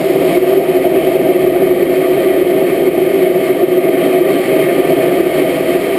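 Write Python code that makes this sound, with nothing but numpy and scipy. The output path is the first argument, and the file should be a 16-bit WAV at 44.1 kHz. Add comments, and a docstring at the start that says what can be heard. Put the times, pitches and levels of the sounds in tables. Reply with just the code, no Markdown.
"""On the skin of a climbing rocket rides a small camera. Motor vibration and buffeting air shake the hollow
body, which drones at its low modes: resonant filters on noise, its loudest chance peaks set as tone bursts.
The slipstream hisses in the camera housing: flickering noise through its modes, over a broad fizz.
The camera ducks its gain on peaks and holds each sample of a slow converter, which mirrors the whole sound
into the treble. Low buffeting rumble and faint coding noise lie beneath."""
import sys
import numpy as np
from scipy import signal
from scipy.fft import rfft, irfft
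from scipy.io import wavfile
from scipy.ndimage import uniform_filter1d

SR = 44100
rng = np.random.default_rng(int(sys.argv[2]) if len(sys.argv) > 2 else 0)


def unload_wav(signal):
    """Save mono or channel-first audio to the path in sys.argv[1] as 16-bit WAV at rate SR, clipped to [-1, 1]."""
    wavfile.write(
        sys.argv[1],
        SR,
        np.round(np.clip(np.atleast_2d(signal).T, -1, 1) * 32767).astype(np.int16),
    )


N = 263718

# the two body modes that carry the drone: [f/Hz, width/Hz, relative level/dB]
MAIN_MODES = [(356.4, 22.5, -1), (386.2, 18, -2)]
# other modes of the body tube: [f/Hz, width/Hz, relative level/dB]
BODY_MODES = [(158.2, 46.6, -12), (192.3, 15.3, -10.5), (282.6, 60, -5), (493, 74, -8), (539.6, 59, -6),
              (639.8, 28.5, -1), (682, 30, -4.5), (768, 99, -17.5), (937, 7.2, -22.5)]
# modes of the camera housing: [f/Hz, width/Hz, relative level/dB]
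HOUSING_MODES = [(1179, 104, 1.5), (1234, 43, -2), (1550, 230, -7.5), (1798, 55, 0.5), (1937, 100, 1),
                 (2186, 170, 3.5), (2453, 246, -2), (2668, 46, -4.5), (3084, 220, -3), (3260, 59, -6.5),
                 (3720, 150, -13.5), (4310, 600, -14.5)]
# course of the flight: [t/s, main drone level/dB, body shaking level/dB, slipstream level/dB,
# fizz level relative to the housing modes/dB, buffeting rumble level/dB]
FLIGHT_LEVELS = [(0.0, -16.5, -18, -30, -1, -45), (0.6, -13, -15.5, -28, -4.5, -47),
                 (1.4, -13.5, -16, -29, -8.5, -43.5), (2.3, -13.5, -17.5, -29, -10.5, -44.5),
                 (3.6, -14.5, -18, -30, -8, -52), (4.0, -14.5, -16, -27, -15.5, -50),
                 (5.3, -14.5, -16, -26.5, -9, -46), (5.6, -19.5, -17, -31, -7.5, -46),
                 (6.0, -16, -19.5, -27.5, -5.5, -48)]
# the loudest chance peaks of the noisy drone, before the gain control: [t/s, peak level/dB, half length/s]
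DRONE_PEAKS = [(0.106, -4.5, 0.011), (0.378, -2.5, 0.0094), (0.431, -3, 0.016), (0.58, 0, 0.013),
               (0.697, -3.5, 0.016), (0.766, -4.5, 0.023), (0.868, -5, 0.019), (1.08, -6.5, 0.017),
               (1.16, -4.5, 0.014), (1.203, -4, 0.0086), (1.306, -4, 0.019), (1.361, -4.5, 0.017),
               (1.478, -2, 0.011), (1.673, -5.5, 0.0075), (1.716, -3, 0.022), (1.831, -3, 0.0096),
               (1.975, -8, 0.023), (2.053, -8, 0.014), (2.111, -6.5, 0.018), (2.278, -5, 0.012),
               (2.308, -5.5, 0.015), (2.42, -4.5, 0.011), (2.732, -6.5, 0.013), (2.885, -3, .012),
               (3.025, -5.5, 0.015), (3.074, -7, 0.015), (3.235, -5, 0.024), (3.37, -7.5, 0.02),
               (3.509, -4.5, 0.016), (3.641, -1.5, 0.011), (3.727, -5.5, 0.018), (3.785, -4, .015),
               (3.895, -3.5, 0.0065), (3.987, -5.5, 0.0092), (4.167, -6, 0.03), (4.218, -2, 0.012),
               (4.412, -10, .016), (4.802, -3.5, .012), (4.935, -6, 0.0093), (5.207, -2, 0.0065),
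               (5.27, -4.5, .013), (5.424, -5.5, 0.0091), (5.761, -6.5, 0.014)]
# gusts that lift the slipstream: [t/s, lift/dB, half length/s]
WIND_GUSTS = [(0.3, 2.5, 0.06), (0.54, 1, 0.064), (1.1, 1, 0.086), (1.673, 1.5, .05), (1.93, 2, 0.032),
              (2.228, 1.5, .08), (2.7, 2, 0.025), (3.23, 2.1, 0.046), (3.47, 3, 0.041), (4.053, 1.5, 0.16),
              (4.45, 1.5, 0.047), (4.617, 1.5, 0.065), (5.036, 1, 0.03), (5.405, 3, 0.048),
              (5.568, 4.5, 0.071), (5.723, 4, .05), (5.846, 2, 0.036)]
# spectrum of the slipstream's fizz: [f/Hz, relative level per Hz/dB]
FIZZ_SPECTRUM = [(900, -8), (1400, -16.5), (2800, -14), (3500, -18), (4800, -21.5), (5500, -24),
                 (5900, -43)]
# spectrum of the buffeting rumble: [f/Hz, relative level per Hz/dB]
RUMBLE_SPECTRUM = [(15, -22), (25, -1.5), (40, -16), (52, -6), (62, 2.5), (78, -3), (98, -4), (115, -30),
                   (200, -48)]
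# spectrum of the coding hiss round the mirrored drone: [f/Hz, relative level per Hz/dB]
FUZZ_SPECTRUM = [(9000, -30), (10500, 0), (12000, 5), (13500, -1), (15000, -22)]
# [f/Hz, relative level per Hz/dB]
APART_SPECTRUM = [(20, 7.5), (60, 1), (150, -7), (250, -9), (450, -15), (700, -60), (2000, -90)]

HOLD_HZ = 12000  # sample rate of the slow converter
SECONDS = 6  # length computed before trimming to N samples
EDGE_HZ = 14990  # upper band limit
FUZZ_DB, APART_DB = -48.5, -54.5  # rms levels of the two coding noises
PEAK_HZ, PEAK_SPREAD_HZ = 368.5, 6.2  # mean pitch of the tone bursts and its standard deviation
LULL = 1.25  # the noise sinks round a tone burst for this many times its length


def main_drone(steadiness):
    """Driven resonance: the main modes hold their swing in part, like a blown pipe."""
    resonance = lambda hz: np.sqrt(ringing(MAIN_MODES, hz, skirt=0.9))
    swing = coloured(gusty(gust_db=0.1, gust_hz=20), resonance, HOLD_HZ)
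    reach = np.sqrt(abs(uniform_filter1d(swing ** 2, size=150)) + 0.22)
    steadied = swing / reach ** steadiness
    # the tube cannot follow faster than its modes allow
    mode_band = lambda hz: 1 / (1 + ((hz - 373) / 70) ** 4)
    return with_peaks(follow(column=1) * coloured(steadied, mode_band, HOLD_HZ))


def with_peaks(drone):
    """Tone bursts: at listed moments short tones set the drone's chance peaks, the noise sinking around them."""
    t = np.arange(len(drone)) / HOLD_HZ
    calm, bursts = np.ones(len(drone)), np.zeros(len(drone))
    draws = rng.standard_normal((len(DRONE_PEAKS), 2))
    for (centre_s, peak_db, half_s), (detune, turn) in zip(DRONE_PEAKS, draws):
        bell = np.exp(-((t - centre_s) / half_s) ** 2)
        calm *= 1 - bell ** (1 / LULL ** 2)  # a wider bell
        pitch_hz = PEAK_HZ + PEAK_SPREAD_HZ * detune
        bursts += gain_of(peak_db) * bell * np.cos(2 * np.pi * (pitch_hz * (t - centre_s) + turn))
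    return calm * drone + bursts


def body_shaking():
    """Forced vibration: turbulent shaking rings the other modes of the tube."""
    resonance = lambda hz: np.sqrt(ringing(BODY_MODES, hz, skirt=1.85))
    return follow(column=2) * coloured(gusty(gust_db=1.18, gust_hz=30), resonance, HOLD_HZ)


def slipstream():
    """Independent excitation: eddies catch each housing mode at their own moments, over a broad fizz."""
    hz = np.fft.rfftfreq(SECONDS * HOLD_HZ, 1 / HOLD_HZ)
    eddies = 0
    for mode in HOUSING_MODES:
        resonance = np.sqrt(ringing([mode], hz, skirt=1.266))
        eddies = eddies + rfft(gusty(gust_db=1.2, gust_hz=14.5)) * resonance
    fizz_gain = lambda hz: gain_of(read(FIZZ_SPECTRUM, hz))
    fizz = coloured(gusty(gust_db=0.6, gust_hz=25), fizz_gain, HOLD_HZ)
    return follow(column=3) * gusts() * (evened(irfft(eddies)) + follow(column=4) * fizz)


def gusts():
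    """Amplitude modulation: each gust swells and fades like a bell, in decibels."""
    t = np.arange(SECONDS * HOLD_HZ) / HOLD_HZ
    return gain_of(sum(db * np.exp(-((t - s) / half_s) ** 2) for s, db, half_s in WIND_GUSTS))


def buffeting():
    """Low-frequency turbulence: noise shaped to a rumble that follows the flight."""
    return follow(column=5, rate=SR)[:N] * noise_with(RUMBLE_SPECTRUM)


def mirror_fuzz():
    """Coding noise: a faint steady band of hiss round the mirrored drone."""
    return gain_of(FUZZ_DB) * noise_with(FUZZ_SPECTRUM)


def channel_noise():
    apart = gain_of(APART_DB) * noise_with(APART_SPECTRUM)
    return np.array([apart, -apart])


def ducked(x, knee_db, db_per_s):
    """Gain control: a peak's whole excess over the knee is taken away, then the gain recovers steadily."""
    level_db = 10 * np.log10(abs(uniform_filter1d(x ** 2, size=32)) + 1e-12)
    fall_db = np.arange(len(x)) * db_per_s / HOLD_HZ
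    # the highest level so far, sinking at db_per_s
    held_db = np.maximum.accumulate(level_db + fall_db) - fall_db
    over_db = np.maximum(held_db - knee_db, 0)
    late_db = signal.lfilter(np.ones(150) / 150, 1, over_db)  # reacts a few milliseconds late
    return x / gain_of(late_db)


def squeezed(x, knee):
    """Saturation: the preamplifier rounds off whatever passes its knee."""
    room = .93 - knee
    rounded = knee + room * np.tanh((abs(x) - knee) / room)
    return np.where(abs(x) < knee, x, np.sign(x) * rounded)


def held(x):
    """Zero-order hold: holding each sample repeats the spectrum at the converter's rate under a sinc."""
    hz = np.fft.rfftfreq(SECONDS * SR, 1 / SR)
    repeated = np.resize(np.fft.fft(x), len(hz))
    return irfft(repeated * np.sinc(hz / HOLD_HZ), SECONDS * SR)[:N] * SR / HOLD_HZ


def gusty(gust_db, gust_hz):
    """Turbulence: white noise whose strength flickers by gust_db rms, mostly slower than gust_hz."""
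    white, slow = rng.standard_normal((2, SECONDS * HOLD_HZ))
    flicker = coloured(slow, lambda hz: 1 / (1 + (hz / gust_hz) ** 2), HOLD_HZ)
    return white * gain_of(gust_db * flicker)


def ringing(modes, hz, skirt):
    """Resonance: summed power of the modes; a larger skirt deepens the valleys."""
    return sum(gain_of(db) ** 2 / (1 + (2 * (hz - f) / width) ** 2) ** skirt for f, width, db in modes)


def noise_with(spectrum):
    """Spectral shaping: white noise given a tabulated spectrum, at rms 1."""
    return coloured(rng.standard_normal(N), lambda hz: gain_of(read(spectrum, hz)), SR)


def coloured(x, gain, rate):
    """Linear filtering: multiplies the spectrum by gain(hz), then scales to rms 1."""
    hz = np.fft.rfftfreq(x.shape[-1], 1 / rate)
    return evened(irfft(rfft(x) * gain(hz), x.shape[-1]))


def follow(column, rate=HOLD_HZ):
    """Slow level change: one column of the flight as gain, interpolated in decibels."""
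    rows = np.transpose(FLIGHT_LEVELS)
    return gain_of(np.interp(np.arange(SECONDS * rate) / rate, rows[0], rows[column]))


def read(points, hz):
    """Spectral interpolation: decibels along a logarithmic frequency axis."""
    f, db = np.transpose(points)
    return np.interp(np.log(hz + 1), np.log(f + 1), db)


def evened(x):
    """Normalisation: scales to rms 1."""
    return x / np.sqrt(np.mean(x ** 2) + 1e-20)


def gain_of(db):
    """Logarithmic level: decibels to amplitude gain."""
    return 10 ** (np.asarray(db) / 20)


def scene():
    """Superposition: one microphone through the slow converter, with low buffeting and faint coding noise."""
    sources = main_drone(steadiness=0.1) + body_shaking() + slipstream()
    levelled = ducked(sources, knee_db=-8.0, db_per_s=39.0)
    heard = squeezed(gain_of(1.5) * levelled, knee=.7)
    high_pass = signal.butter(4, 120., "high", fs=SR, output="sos")
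    steps = signal.sosfilt(high_pass, held(heard))
    return steps + buffeting() + mirror_fuzz() + channel_noise()


def record(dry):
    """Limited range and band: full-scale clipping, then a steep low-pass."""
    clipped = np.clip(dry, -1, 1)
    low_pass = signal.firwin(2047, EDGE_HZ, window=("kaiser", 9), fs=SR)
    return signal.oaconvolve(clipped, low_pass[None], "same")


dry = scene()
out = record(dry)
unload_wav(out)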